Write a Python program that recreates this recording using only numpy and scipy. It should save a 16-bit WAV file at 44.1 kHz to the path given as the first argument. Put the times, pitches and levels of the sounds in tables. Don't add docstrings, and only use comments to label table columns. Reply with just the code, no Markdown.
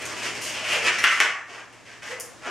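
import sys
import numpy as np
from scipy import signal
from scipy.fft import rfft, irfft
from scipy.io import wavfile
from scipy.ndimage import uniform_filter1d

SR = 44100
rng = np.random.default_rng(int(sys.argv[2]) if len(sys.argv) > 2 else 0)


def to_wav(sig):
    pcm = np.clip(np.atleast_2d(sig), -1, 1) * 32767
    pcm = np.round(pcm).astype(np.int16)
    wavfile.write(sys.argv[1], SR, pcm.T)


N = 110250

# start in seconds, rise in seconds, fall in seconds, slips per second
# (from the median gap), skin ring in dB, ring centre in Hz, hollow body in dB, body centre in Hz,
# fizz in dB, fizz tilt in dB per octave.
STROKES = [ (-.04, 0.014, 0.213, 720, -34.5, 2234, -40, 302, -40, 1),
           (.07, 0.0192, 0.167, 463.6, -36, 1160, -42.5, 447, -39.5, -5.5),
           (.16, 0.017, 0.0733, 635, -32.5, 2480, -42, 834, -38, 2.5),
           (.218, 0.0122, 0.1098, 940, -28.5, 2465, -35, 280, -31.5, 1),
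           (.32, 0.0427, 0.059, 660, -34.5, 2460, -39.5, 440, -37.5, 1.5),
           (.411, 0.0062, 0.1654, 1290, -36, 2810, -43.5, 404, -32, 8),
           (.45, 0.0203, 0.08, 672, -31, 2710, -42, 600, -36.5, -1.5),
           (.525, 0.0255, 0.228, 771, -31.5, 2734, -39, 665, -38, -1.5),
           (.635, 0.0657, 0.093, 500, -23.5, 2507, -34.5, 600, -31.5, 1.5),
           (.695, 0.0287, 0.147, 248, -26.5, 2500, -34, 695, -33, 3.5),
           (.79, 0.073, 0.0483, 400, -23, 2234, -33, 425, -30.5, -3),
           (.852, 0.0195, 0.0253, 230, -17, 1975, -35, 676, -30, -2),
           (0.921, 0.0138, 0.068, 400, -27.5, 1880, -45.5, 434, -35, -3),
           (.982, 0.0028, 0.11, 450, -29, 1704, -46, 600, -37, 6),
           (1.033, .002, 0.0076, 1200, -17.5, 2150, -35.5, 600, -24.5, 6),
           (1.0413, 0.00187, 0.00955, 1200, -1.5, 1728, -26.5, 295, -21, 13),
           (1.052, 0.0221, 0.0444, 300, -14.5, 2360, -38.5, 600, -29, -9),
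           (1.09, 0.013, 0.1275, 310, -17.5, 1715, -35, 600, -26, 1),
           (1.204, 0.00225, 0.0727, 804, -11.5, 1100, -21.5, 623, -17, -2.5),
           (1.222, 0.0055, 0.0613, 260, -11.5, 1714, -25.5, 840, -30, 9),
           (1.473, 0.0038, 0.18, 695, -33.5, 2700, -35, 324, -39, -4),
           (1.51, 0.0292, 0.154, 700, -31, 1654, -37.5, 896, -40, -2),
           (1.726, 0.0031, 0.148, 842, -43, 2160, -44, 600, -51.5, -1.5),
           (1.84, 0.0263, 0.21, 760, -36.5, 2090, -45, 600, -43, -3),
           (2.02, 0.00537, 0.0856, 580, -28.5, 1715, -46, 694, -36.5, -4),
           (2.055, 0.0337, 0.078, 463, -27.5, 1944, -36, 855, -33.5, 1.5),
           (2.14, 0.0434, 0.073, 400, -41.5, 1750, -40.5, 570, -61, -2),
           (2.251, 0.051, 0.123, 580, -54.5, 1520, -46.5, 264, -66, 6.5),
           (2.41, 0.044, 0.054, 682, -29.5, 1520, -36, 724, -40.5, -3),
           (2.462, 0.0032, 0.0504, 286.5, -24.5, 1430, -26.5, 333, -37, -7.5)]
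# time in seconds, skin ring in dB, ring centre in Hz,
# hollow body in dB, crack in dB, crack tilt in dB per octave.
RELEASES = [ (0.0212, -31, 2520, -43.5, -23, 5), (0.0554, -31, 2070, -39, -11, 6),
            (.1225, -26.5, 2400, -30, -24, 8.5), (0.7421, -4, 2540, -30, -25.5, -13.5),
            (.8432, -9.5, 2300, -18.5, -16, 2), (0.8686, -2.5, 2016, -36, -4.5, -7),
            (.8922, -13, 2100, -23, -16.5, -6), (0.9855, -8.5, 1914, -25.5, -6.5, -5.5),
            (1.0401, 10, 1872, -19, -6.5, -1), (1.052, 4, 1836, -22.5, 0.5, -18),
            (1.0701, -7.5, 1900, -17, 1.5, -13.5), (1.2024, 17.5, 2042, -11.5, 7, 0.5),
            (1.2051, 10, 1720, -3, -12, -15.5), (1.2895, -13.5, 1890, -26, -29.5, -1.5),
            (1.727, -32.5, 2174, -35.5, -22, 2.5), (2.0325, -32.5, 1960, -22.5, -12, -3),
            (2.063, -15, 1840, -44, -19.5, 10.5), (2.1998, -24.5, 2150, -37.5, -1, 16.5)]
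# start in seconds, length in seconds, first pitch in Hz,
# last pitch in Hz, level in dB before the swell.
GROAN_NOTES = [(.705, 0.072, 757.6, 742.7, -41), (.745, 0.0533, 528.1, 445, -34.5),
               (.805, 0.0361, 396.6, 443.6, -34.5), (2.086, 0.0542, 422.4, 516.2, -28),
               (2.13, 0.0682, 508.3, 439.1, -37.5)]
# frequency in Hz, relative density in dB per Hz.
SKIN_SPECTRUM = [(50, -68.5), (200, -39), (700, -18), (1150, -2), (1800, -1), (2400, -1), (2850, 0.5),
                 (3250, -3.5), (3900, -15), (6000, -18.5), (12000, -45)]
BODY_SPECTRUM = [(30, -29.5), (130, -10.5), (260, -5.5), (420, 1), (750, -1.5), (1050, -5), (1800, -9),
                 (5000, -79)]
FIZZ_SPECTRUM = [(500, -63.5), (2500, -21), (4100, 0), (5000, 5), (6500, 2), (8500, -4), (11000, -13),
                 (14000, -23), (16000, -58.5)]
CRACK_SPECTRUM = [(400, -40.5), (2500, 0), (4000, -4.5), (5800, 6), (8000, 0.5), (10500, -6.5),
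                  (13500, -17.5), (14800, -31), (16000, -44.5)]
# frequency in Hz, time to decay by 60 dB in seconds.
DECAY_TIMES = [(100, 0.42), (500, 0.541), (1000, 0.6326), (2000, 0.54), (3000, 0.434), (4200, 0.391),
               (6000, 0.454), (10000, 0.341), (15000, 0.2076)]
# delay in seconds, level in dB re the direct sound.
NEAR_ECHOES = [(.0036, -6.5), (.0082, -2), (.0108, -29), (.0165, -12.5), (.0195, -7.5)]
# frequency in Hz, likeness from 0 to 1.
COHERENCE = [(50, 1), (130, 0), (350, 0.436), (700, 0.8956), (2500, 0.9045), (4500, 0.711), (7000, 0.65),
             (11000, 0), (15000, 0)]
# frequency in Hz, relative density in dB per Hz.
NOISE_SPECTRUM = [(20, -37), (50, -21.5), (100, -12.5), (170, -13), (300, -9), (700, -17), (1500, -15.5),
                  (4000, -24.5), (7000, -24), (11000, -36.5), (15000, -51)]

FADE_DB, SWELL_POWER = -26.5, 0.52
GAP_JITTER, SLIP_SPREAD_DB = .5, 5.5
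FIZZ_PER_S, FIZZ_SPREAD_DB = 2500, 2
RING_DB, RING_OCTAVES = 8, 0.541
BODY_RING_DB, BODY_OCTAVES = 5.5, 0.375
SNAP_RING_DB, SNAP_OCTAVES = 7.5, 0.248
CRACK_S, TEAR_DB, KNOCK_HZ = .0011, -3, 600
GROAN_WOBBLE, GROAN_SLOPE_DB = 0.0581, -16
THUMP_AT_S, THUMP_PEAK_S, THUMP_DB = 1.0402, 0.0004, -33
TAIL_CYCLES_PER_S = 7
DIRECT_DB, TAIL_DB = -8, -3.5
NOISE_DB, HUM_HZ, HUM_DB = -42.5, 117.3, -52.5
LIMIT_DB, RECOVER_DB_PER_S, ATTACK_S = -14.5, 6, 0.003215
LEFT_DB, CEILING_DB, EDGE_HZ = 0.32, -2.5, 16200


def amp(db):
    return 10 ** (np.asarray(db) / 20)


def evened(x):
    return x / np.sqrt(np.mean(x ** 2) + 1e-20)


def read(points, hz):
    f, value = np.transpose(points)
    return np.interp(np.log(hz + 1), np.log(f + 1), value)


def add(mix, s, sound):
    at = round(s * SR)
    sound = sound[max(-at, 0):]
    part = mix[max(at, 0):][:len(sound)]
    part += sound[:len(part)]


def response(points, peak_hz=1000, peak_db=0, octaves=1, tilt_db=0, size=2048):
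    hz = np.fft.rfftfreq(size, 1 / SR)
    distance = np.log2((hz + 1) / peak_hz) / octaves
    db = read(points, hz) + peak_db * np.exp(-distance ** 2)
    db = db + tilt_db * np.log2(np.maximum(hz / 3000, 1))
    log_gain = np.log(amp(np.r_[db, db[-2:0:-1]]))
    spectrum = np.exp(np.conj(signal.hilbert(log_gain)))
    h = np.fft.ifft(spectrum).real[:size // 2]
    return h / np.linalg.norm(h)


def coherent_pair(z):
    a, b = rfft(z)
    same = np.clip(read(COHERENCE, np.fft.rfftfreq(z.shape[1], 1 / SR)), -1, 1)
    mid = a * np.sqrt((1 + same) / 2)
    side = b * np.sqrt((1 - same) / 2)
    return irfft(np.array([mid + side, mid - side]), z.shape[1])


def slips(rate, spread_db, size):
    gap, strength = rng.standard_normal((2, 2048))
    at = (np.cumsum(np.exp(GAP_JITTER * gap)) / rate * SR).astype(int)
    at -= at[0] // 2
    inside = at < size
    jerk = amp(spread_db * np.clip(strength, -2, 2))
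    train = np.bincount(at[inside], jerk[inside], size)
    return evened(train - train.mean())


def rubbing():
    out = np.zeros(N)
    for start, rise, fall, rate, skin_db, ring_hz, body_db, body_hz, fizz_db, tilt_db in STROKES:
        t = np.arange(0, rise + fall, 1 / SR)
        swell = np.minimum(t / rise, 1) ** SWELL_POWER
        force = swell * amp(FADE_DB * (np.maximum(t - rise, 0) / fall) ** 2)
        coarse = slips(rate, SLIP_SPREAD_DB, len(t))
        fine = slips(FIZZ_PER_S, FIZZ_SPREAD_DB, len(t))
        layers = [
            (skin_db, coarse, response(SKIN_SPECTRUM, ring_hz, RING_DB, RING_OCTAVES)),
            (body_db, coarse, response(BODY_SPECTRUM, body_hz, BODY_RING_DB, BODY_OCTAVES)),
            (fizz_db, fine + 0.87 * coarse, response(FIZZ_SPECTRUM, tilt_db=tilt_db))]
        for db, drive, h in layers:
            sound = signal.fftconvolve(force * drive, h)
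            add(out, start, amp(db) * sound * np.linalg.norm(force) / np.linalg.norm(sound))
    return out


def snapping():
    out, t = np.zeros(N), np.arange(512) / SR
    for s, skin_db, ring_hz, body_db, crack_db, tilt_db in RELEASES:
        tear = rng.standard_normal(len(t)) * np.exp(-t / CRACK_S)
        click = t == 0
        burst = amp(TEAR_DB) * tear / np.linalg.norm(tear) + click
        crack = signal.fftconvolve(burst, response(CRACK_SPECTRUM, tilt_db=tilt_db))
        add(out, s, amp(crack_db) * 2 * crack / np.linalg.norm(crack))
        skin = response(SKIN_SPECTRUM, ring_hz, SNAP_RING_DB, SNAP_OCTAVES)
        body = response(BODY_SPECTRUM, KNOCK_HZ, BODY_RING_DB, BODY_OCTAVES)
        for db, h in (skin_db, skin), (body_db, body):
            add(out, s + CRACK_S / 2, -amp(db) * h / abs(h).max())
    return out


def groaning():
    out = np.zeros(N)
    for start, length, first_hz, last_hz, db in GROAN_NOTES:
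        u = np.arange(0, 1, 1 / (length * SR))
        wobble = evened(uniform_filter1d(rng.standard_normal(N), size=150))[:len(u)]
        pitch_hz = (first_hz + (last_hz - first_hz) * u) * (1 + GROAN_WOBBLE * wobble)
        turns = np.cumsum(pitch_hz) / SR
        note = 0
        for k in range(1, 7):
            note = note + amp(GROAN_SLOPE_DB * np.log2(k)) * np.cos(2 * np.pi * k * turns)
        add(out, start, amp(db) * np.sin(np.pi * u) * evened(note))
    return out


def thump():
    out, u = np.zeros(N), np.arange(2048) / SR / THUMP_PEAK_S
    add(out, THUMP_AT_S, -amp(THUMP_DB) * u * np.exp(1 - u))
    return out


def room_response():
    hz, t, z = signal.stft(rng.standard_normal((2, SR)), SR, nperseg=256)
    decay = amp(-60 * t / read(DECAY_TIMES, hz)[:, None])
    tail = signal.istft(z * decay, SR, nperseg=256)[1]
    onset = np.clip((np.arange(tail.shape[1]) / SR - .002) / 0.00391, 0, 1)
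    tail = coherent_pair(tail * onset)
    h = amp(TAIL_DB) * tail / np.linalg.norm(tail[0])
    h[:, 0] += amp(DIRECT_DB)
    for k, (delay, db) in enumerate(NEAR_ECHOES):
        for channel in 0, 1:
            late = (k + channel) % 2
            h[channel, round(delay * SR) + late] += amp(DIRECT_DB + db)
    return h


def room(x, count=3):
    place, out = np.arange(N) / SR * TAIL_CYCLES_PER_S * count, 0
    for k in range(count):
        distance = abs((place - k + count / 2) % count - count / 2)
        share = np.clip(3 * (.5 - distance) + .5, 0, 1)
        sent = x * np.sin(np.pi / 2 * share)
        out = out + signal.fftconvolve(sent[None], room_response(), axes=1)[:, :N]
    return out


def background():
    shape = amp(read(NOISE_SPECTRUM, np.fft.rfftfreq(N, 1 / SR)))
    air = irfft(rfft(rng.standard_normal((2, N))) * shape, N)
    phase = np.array([[0], [1.6]])
    hum = np.sin(2 * np.pi * HUM_HZ * np.arange(N) / SR + phase)
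    return amp(NOISE_DB) * evened(coherent_pair(air)) + amp(HUM_DB) * evened(hum)


def scene():
    return room(rubbing() + snapping() + groaning()) + thump() + background()


def record(dry):
    keep = np.exp(-1 / (ATTACK_S * SR))
    power = signal.lfilter([1 - keep], [1, -keep], (dry ** 2).mean(0))
    level_db = 10 * np.log10(power + 1e-12)
    recovery = RECOVER_DB_PER_S * np.arange(N) / SR
    held_db = np.maximum.accumulate(level_db + recovery) - recovery
    over_db = np.maximum(held_db - LIMIT_DB, 0)
    gain = amp(-signal.lfilter([1 - keep], [1, -keep], over_db))
    ducked = dry * gain * amp([[LEFT_DB], [-LEFT_DB]])
    limited = amp(CEILING_DB) * np.tanh(ducked / amp(CEILING_DB))
    lowpass = signal.firwin(511, EDGE_HZ, window=("kaiser", 9), fs=SR)
    return signal.oaconvolve(limited, lowpass[None], "same")


dry = scene()
out = record(dry)
to_wav(out)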